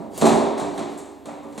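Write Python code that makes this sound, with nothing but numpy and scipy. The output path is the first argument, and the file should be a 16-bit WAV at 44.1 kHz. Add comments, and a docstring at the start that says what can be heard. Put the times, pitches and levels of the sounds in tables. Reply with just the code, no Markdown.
"""In a hard-walled bathroom, a hand works the cabin top loose from a hollow plastic model boat.
The edge scrapes by stick-slip friction, the catch snaps free with a double clunk, and smaller
knocks and clicks follow as the cabin lifts. Each impact drives the thin shell to radiate, and
jolts set the modes of hull and cabin ringing. The walls prolong every blow as reverberation
over a faint hum."""
import sys
import numpy as np
from scipy import signal
from scipy.fft import rfft, irfft, next_fast_len
from scipy.io import wavfile

SR = 44100
rng = np.random.default_rng(int(sys.argv[2]) if len(sys.argv) > 2 else 0)


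def unload_audio(sound):
    """Save the sound as a 16-bit wav file, at the path given as the first command line argument."""
    columns = np.transpose(np.atleast_2d(sound))
    # keep every value between -1 and 1, then stretch to whole-number steps
    steps = np.round(np.clip(columns, -1, 1) * 32767)
    wavfile.write(sys.argv[1], SR, steps.astype(np.int16))


N = 70560

# Reverberation time of the room: frequency_hz, t60_s
ROOM_DECAY = [(150, 0.8), (290, 1.23), (700, 1.27), (1840, 1.15), (4500, 0.98), (8000, 0.61), (13000, 0.19)]
# Spectral density of the room's steady noise: frequency_hz, relative_db
AIR_SPECTRUM = [(25, -9), (45, -26), (72, 3.5), (120, -22), (300, 14.5), (800, -14.5), (1600, -9.5),
                (4000, -21), (5500, -27), (8000, -29.5), (12000, -24.5), (15500, -30)]
# Tones of the hum: pitch_hz, level_db
HUM_TONES = [(73, -59.5), (98, -62.5)]
# Normal modes of the two hollow parts: pitch_hz, relative_db, t60_s
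HULL_MODES = [(134.8, -14, 0.53), (167.2, -0.5, 0.34), (229.4, 1.5, 1.07), (272.6, -6, 2.5),
              (353.6, -2.5, 1.29), (369.3, -1, 0.98), (400.6, 1.5, 1.45), (628.6, -1.5, 1.07),
              (679, -4.5, 1.1), (818, -8.5, 1.8)]
CABIN_MODES = [(231.4, -4.5, 0.82), (292.9, 2.5, 1.24), (391, -15, 1.8), (471.6, -12, 1.7), (550, -3, .8),
               (766, -9.5, 1.43), (947, -13, 1.5), (1180, -8, 0.35), (1340, -15.5, 0.41)]
# Jolts that excite those modes: start_s, hull_db, cabin_db
BOAT_JOLTS = [(-0.03, -23, -22), (0.218, -0.5, -3.5), (0.605, -19.5, -17.5), (0.790, -18.5, -24),
              (1.265, -34.5, -18.5), (1.440, -31, -22)]
# Impacts of plastic on plastic: start_s, thud_db, knock_db, clack_db, click_db
IMPACTS = [(-0.02, -12.5, -18, -24.5, -25.5), (0.021, -19, -19.5, -38, -34), (0.177, -14, -16, -22, -10),
           (0.213, -8, -11, 1.5, 2), (0.221, 2, 3, -4.5, -11), (0.254, -2.5, 1, 2.5, 3.5),
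           (0.265, -5.5, 0, -4, 1.5), (0.328, -7, 2, -16.5, -9), (0.577, -25, -9, -10, -9),
           (0.597, -16.5, -12, -11, -7), (0.619, -5.5, -20.5, -24, -26), (0.777, -18, -13, -9, -9.5),
           (0.790, -11, -15, -14, -21), (0.976, -48, -36, -34, -12.5), (0.985, -44, -47, -29.5, -13.5),
           (1.256, -19, -19.5, -18.5, -14.5), (1.286, -23, -17.5, -16, -36),
           (1.432, -26.5, -22.5, -30, -27), (1.525, -20, -29, -25, -27), (1.578, -12, -19.5, -9.5, -7)]
# Bands of thud, knock, clack and click: centre_hz
IMPACT_BANDS = [170, 700, 2600, 8000]
# Spectral density radiated by the thin shell: frequency_hz, relative_db
SHELL_SPECTRUM = [(25, -32), (70, -10), (112, -12.5), (165, -2), (260, -1), (360, -2), (480, -3.5),
                  (600, 0), (780, -2.5), (1020, -5.5), (1200, -11.5), (1450, -17.5), (2250, -20),
                  (3050, -25.5), (3600, -21), (4200, -21.5), (5000, -30.5), (7700, -22), (10000, -30),
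                  (12000, -42.5), (15500, -45)]
# Strokes of the cabin edge: start_s, end_s, peak_db
EDGE_STROKES = [(0.083, 0.205, -33), (0.282, 0.36, -38), (0.643, 0.78, -45), (0.82, 0.937, -49.5),
                (1.393, 1.586, -51)]
# Spectral density of the friction: frequency_hz, relative_db
FRICTION_SPECTRUM = [(200, 6), (700, 10), (1600, -7), (4000, -2), (5200, -5.5), (8000, 2), (11000, -7),
                     (15500, -20)]
# Slips of the catch: start_s, gain_db
CATCH_SLIPS = [(0.1775, -18), (0.2654, -21), (0.9876, -42)]
# Spectral density of a snap: frequency_hz, relative_db
SNAP_SPECTRUM = [(300, -26), (3000, -25), (6000, -7), (8000, 1), (12500, -2.5), (15500, -18)]
# Level balance of the microphone pair: frequency_hz, left_minus_right_db
MIC_BALANCE = [(60, -1.5), (140, -6.5), (240, -4.5), (400, -3.5), (750, 0.9), (1300, 0)]
# Phase between the microphones: frequency_hz, left_lead_rad
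MIC_PHASE = [(25, 2.5), (70, 2), (140, 1.08), (260, 0.69), (450, 0.79), (1100, 0.6), (2000, 0.43),
             (3500, 0)]
# Weight of the incoherent sound at the pair: frequency_hz, gain_db
MIC_INCOHERENCE = [(70, -8.5), (200, -7), (400, -13), (750, -7), (1150, -5.5), (1500, -11), (2300, -8.5),
                   (3000, -15), (3800, -16.5), (4400, -47), (7900, -45), (8500, -8), (11000, 0)]


def undb(db):
    """Amplitude ratio of a level in decibels."""
    return 10 ** (np.asarray(db) / 20)


def curve(points, hz):
    """Interpolate (frequency_hz, value) points on a logarithmic frequency axis."""
    hz_points, values = np.array(points, float).T
    return np.interp(np.log(np.maximum(hz, 1)), np.log(hz_points), values)


def minimum_phase(points, size=2048):
    """Causal impulse response of a gain curve, obtained by folding its cepstrum."""
    hz = np.arange(size + 1) * SR / (2 * size)
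    cepstrum = irfft(np.log(undb(curve(points, hz))))
    cepstrum[1:size] *= 2
    cepstrum[size + 1:] = 0
    return irfft(np.exp(rfft(cepstrum)))[:size]


def colour(spectrum):
    """A filter of unit energy shapes white noise while conserving its power."""
    response = minimum_phase(spectrum)
    return response / np.linalg.norm(response)


def through(x, response):
    """Linear filtering: convolution in time, cut to the length of x."""
    return signal.fftconvolve(np.atleast_2d(x), np.atleast_2d(response), axes=-1)[:, :x.shape[-1]]


def add(out, x, start_s):
    """Superpose x on out from a start time, which may be negative."""
    i = int(round(start_s * SR))
    x = x[..., max(-i, 0):max(N - i, 0)]
    out[..., max(i, 0):max(i, 0) + x.shape[-1]] += x


def reverberation(bands=9, build_s=0.00067):
    """A diffuse field decays exponentially, treble first, here as two independent noise tails."""
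    size = next_fast_len(N + SR // 10)
    t, hz = np.arange(size) / SR, np.arange(size // 2 + 1) * SR / size
    noise = rfft(rng.standard_normal((2, size)))
    centres_hz = np.geomspace(80, 14000, bands)
    tail = np.zeros((2, size))
    for centre_hz, weights in zip(centres_hz, np.eye(bands)):
        band = irfft(noise * curve(list(zip(centres_hz, weights)), hz), size)
        tail += band * np.exp(-np.log(1000) * t / curve(ROOM_DECAY, centre_hz))
    return tail * (1 - np.exp(-t / build_s))


def air_and_hum(air_db=-50.5):
    """Stationary background: the continuous spectrum of room air plus two low spectral lines."""
    t = np.arange(N) / SR
    out = undb(air_db) * through(rng.standard_normal((2, N)), colour(AIR_SPECTRUM))
    for hz, db in HUM_TONES:
        out[0] += undb(db) * np.sqrt(2) * np.sin(2 * np.pi * (hz * t + rng.random()))
    return out


def ringing(modes, jolts, gain_db=-17.5, rise_s=0.011, scatter_db=2):
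    """Free vibration: a jolted hollow part sounds as a sum of damped modes, prolonged by the room."""
    out, t = np.zeros(N), np.arange(N + SR // 10) / SR
    waves = np.array([undb(db) * np.exp((2j * np.pi * hz - np.log(1000) / t60_s) * t)
                      for hz, db, t60_s in modes])
    waves *= 1 - np.exp(-t / rise_s)
    for start_s, jolt_db in jolts:
        amplitudes = undb(gain_db + jolt_db + scatter_db * rng.standard_normal(len(modes)))
        phasors = np.exp(2j * np.pi * rng.random(len(modes)))
        add(out, ((amplitudes * phasors) @ waves).imag, start_s)
    return out


def impacts(gain_db=-19.5, contact_decay_s=0.0069, contact_db=1.5, direct_db=-11):
    """Impulsive excitation of shell and room: soft contacts thud, hard ones reach the treble and click."""
    out, shell = np.zeros((2, N)), colour(SHELL_SPECTRUM)
    for start_s, *bands_db in IMPACTS:
        blow = reverberation()
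        envelope = np.exp(-np.arange(blow.shape[1]) / SR / contact_decay_s)
        blow += undb(contact_db) * rng.standard_normal(blow.shape) * envelope
        blow[0, 0] += undb(direct_db) * np.sqrt(SR / 1000)  # direct sound: a single impulse
        hardness = minimum_phase(list(zip(IMPACT_BANDS, bands_db)))
        add(out, through(blow, signal.fftconvolve(shell, hardness)), start_s)
    return undb(gain_db) * out


def edge_scrapes(slips_per_s=2000, swell_power=1.5):
    """Stick-slip friction: the edge emits dense random impulses that strengthen as the pull grows."""
    t, force = np.arange(N) / SR, np.zeros(N)
    for start_s, end_s, peak_db in EDGE_STROKES:
        progress = np.clip((t - start_s) / (end_s - start_s), 0, 1)
        force += undb(peak_db) * progress ** swell_power * (t < end_s)
    slips = (rng.random(N) < slips_per_s / SR) * rng.standard_normal(N)
    slips /= np.sqrt(np.mean(slips ** 2))
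    friction = through(force * slips, colour(FRICTION_SPECTRUM))
    tail = reverberation()
    return through(friction, tail / np.linalg.norm(tail[0]))


def catch_snaps(decay_s=0.0003, room_db=-20.5):
    """A brief transient has a broad spectrum: the catch slips with a bright crack and a little echo."""
    out = np.zeros((2, N))
    for start_s, gain_db in CATCH_SLIPS:
        snap = undb(room_db) * reverberation()
        envelope = np.exp(-np.arange(snap.shape[1]) / SR / decay_s)
        snap += rng.standard_normal(snap.shape) * envelope
        add(out, undb(gain_db) * through(snap, colour(SNAP_SPECTRUM)), start_s)
    return out


def microphones(field):
    """Partial coherence: each microphone takes shared and incoherent sound at its own level and phase."""
    hz = np.arange(N + 1) * SR / (2 * N)
    side = np.array([[1], [-1]])  # left, right
    shared, incoherent = rfft(field, 2 * N)
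    pressure = shared + side * undb(curve(MIC_INCOHERENCE, hz)) * incoherent
    balance = undb(side * curve(MIC_BALANCE, hz) / 2)
    phase_shift = np.exp(0.5j * side * curve(MIC_PHASE, hz))
    return irfft(pressure * balance * phase_shift)[:, :N]


def scene():
    """Superposition: all sources add in one field, with row 0 shared and row 1 incoherent."""
    field = impacts() + catch_snaps() + edge_scrapes() + air_and_hum()
    field[0] += ringing(HULL_MODES, [(start_s, db) for start_s, db, _ in BOAT_JOLTS])
    field[0] += ringing(CABIN_MODES, [(start_s, db) for start_s, _, db in BOAT_JOLTS])
    return microphones(field)


def record(dry):
    """Band limiting: a steep elliptic low-pass filter removes the highest treble."""
    cutoff_hz = 15900
    return signal.sosfilt(signal.ellip(10, 0.2, 80, cutoff_hz, fs=SR, output="sos"), dry)


dry = scene()
out = record(dry)
unload_audio(out)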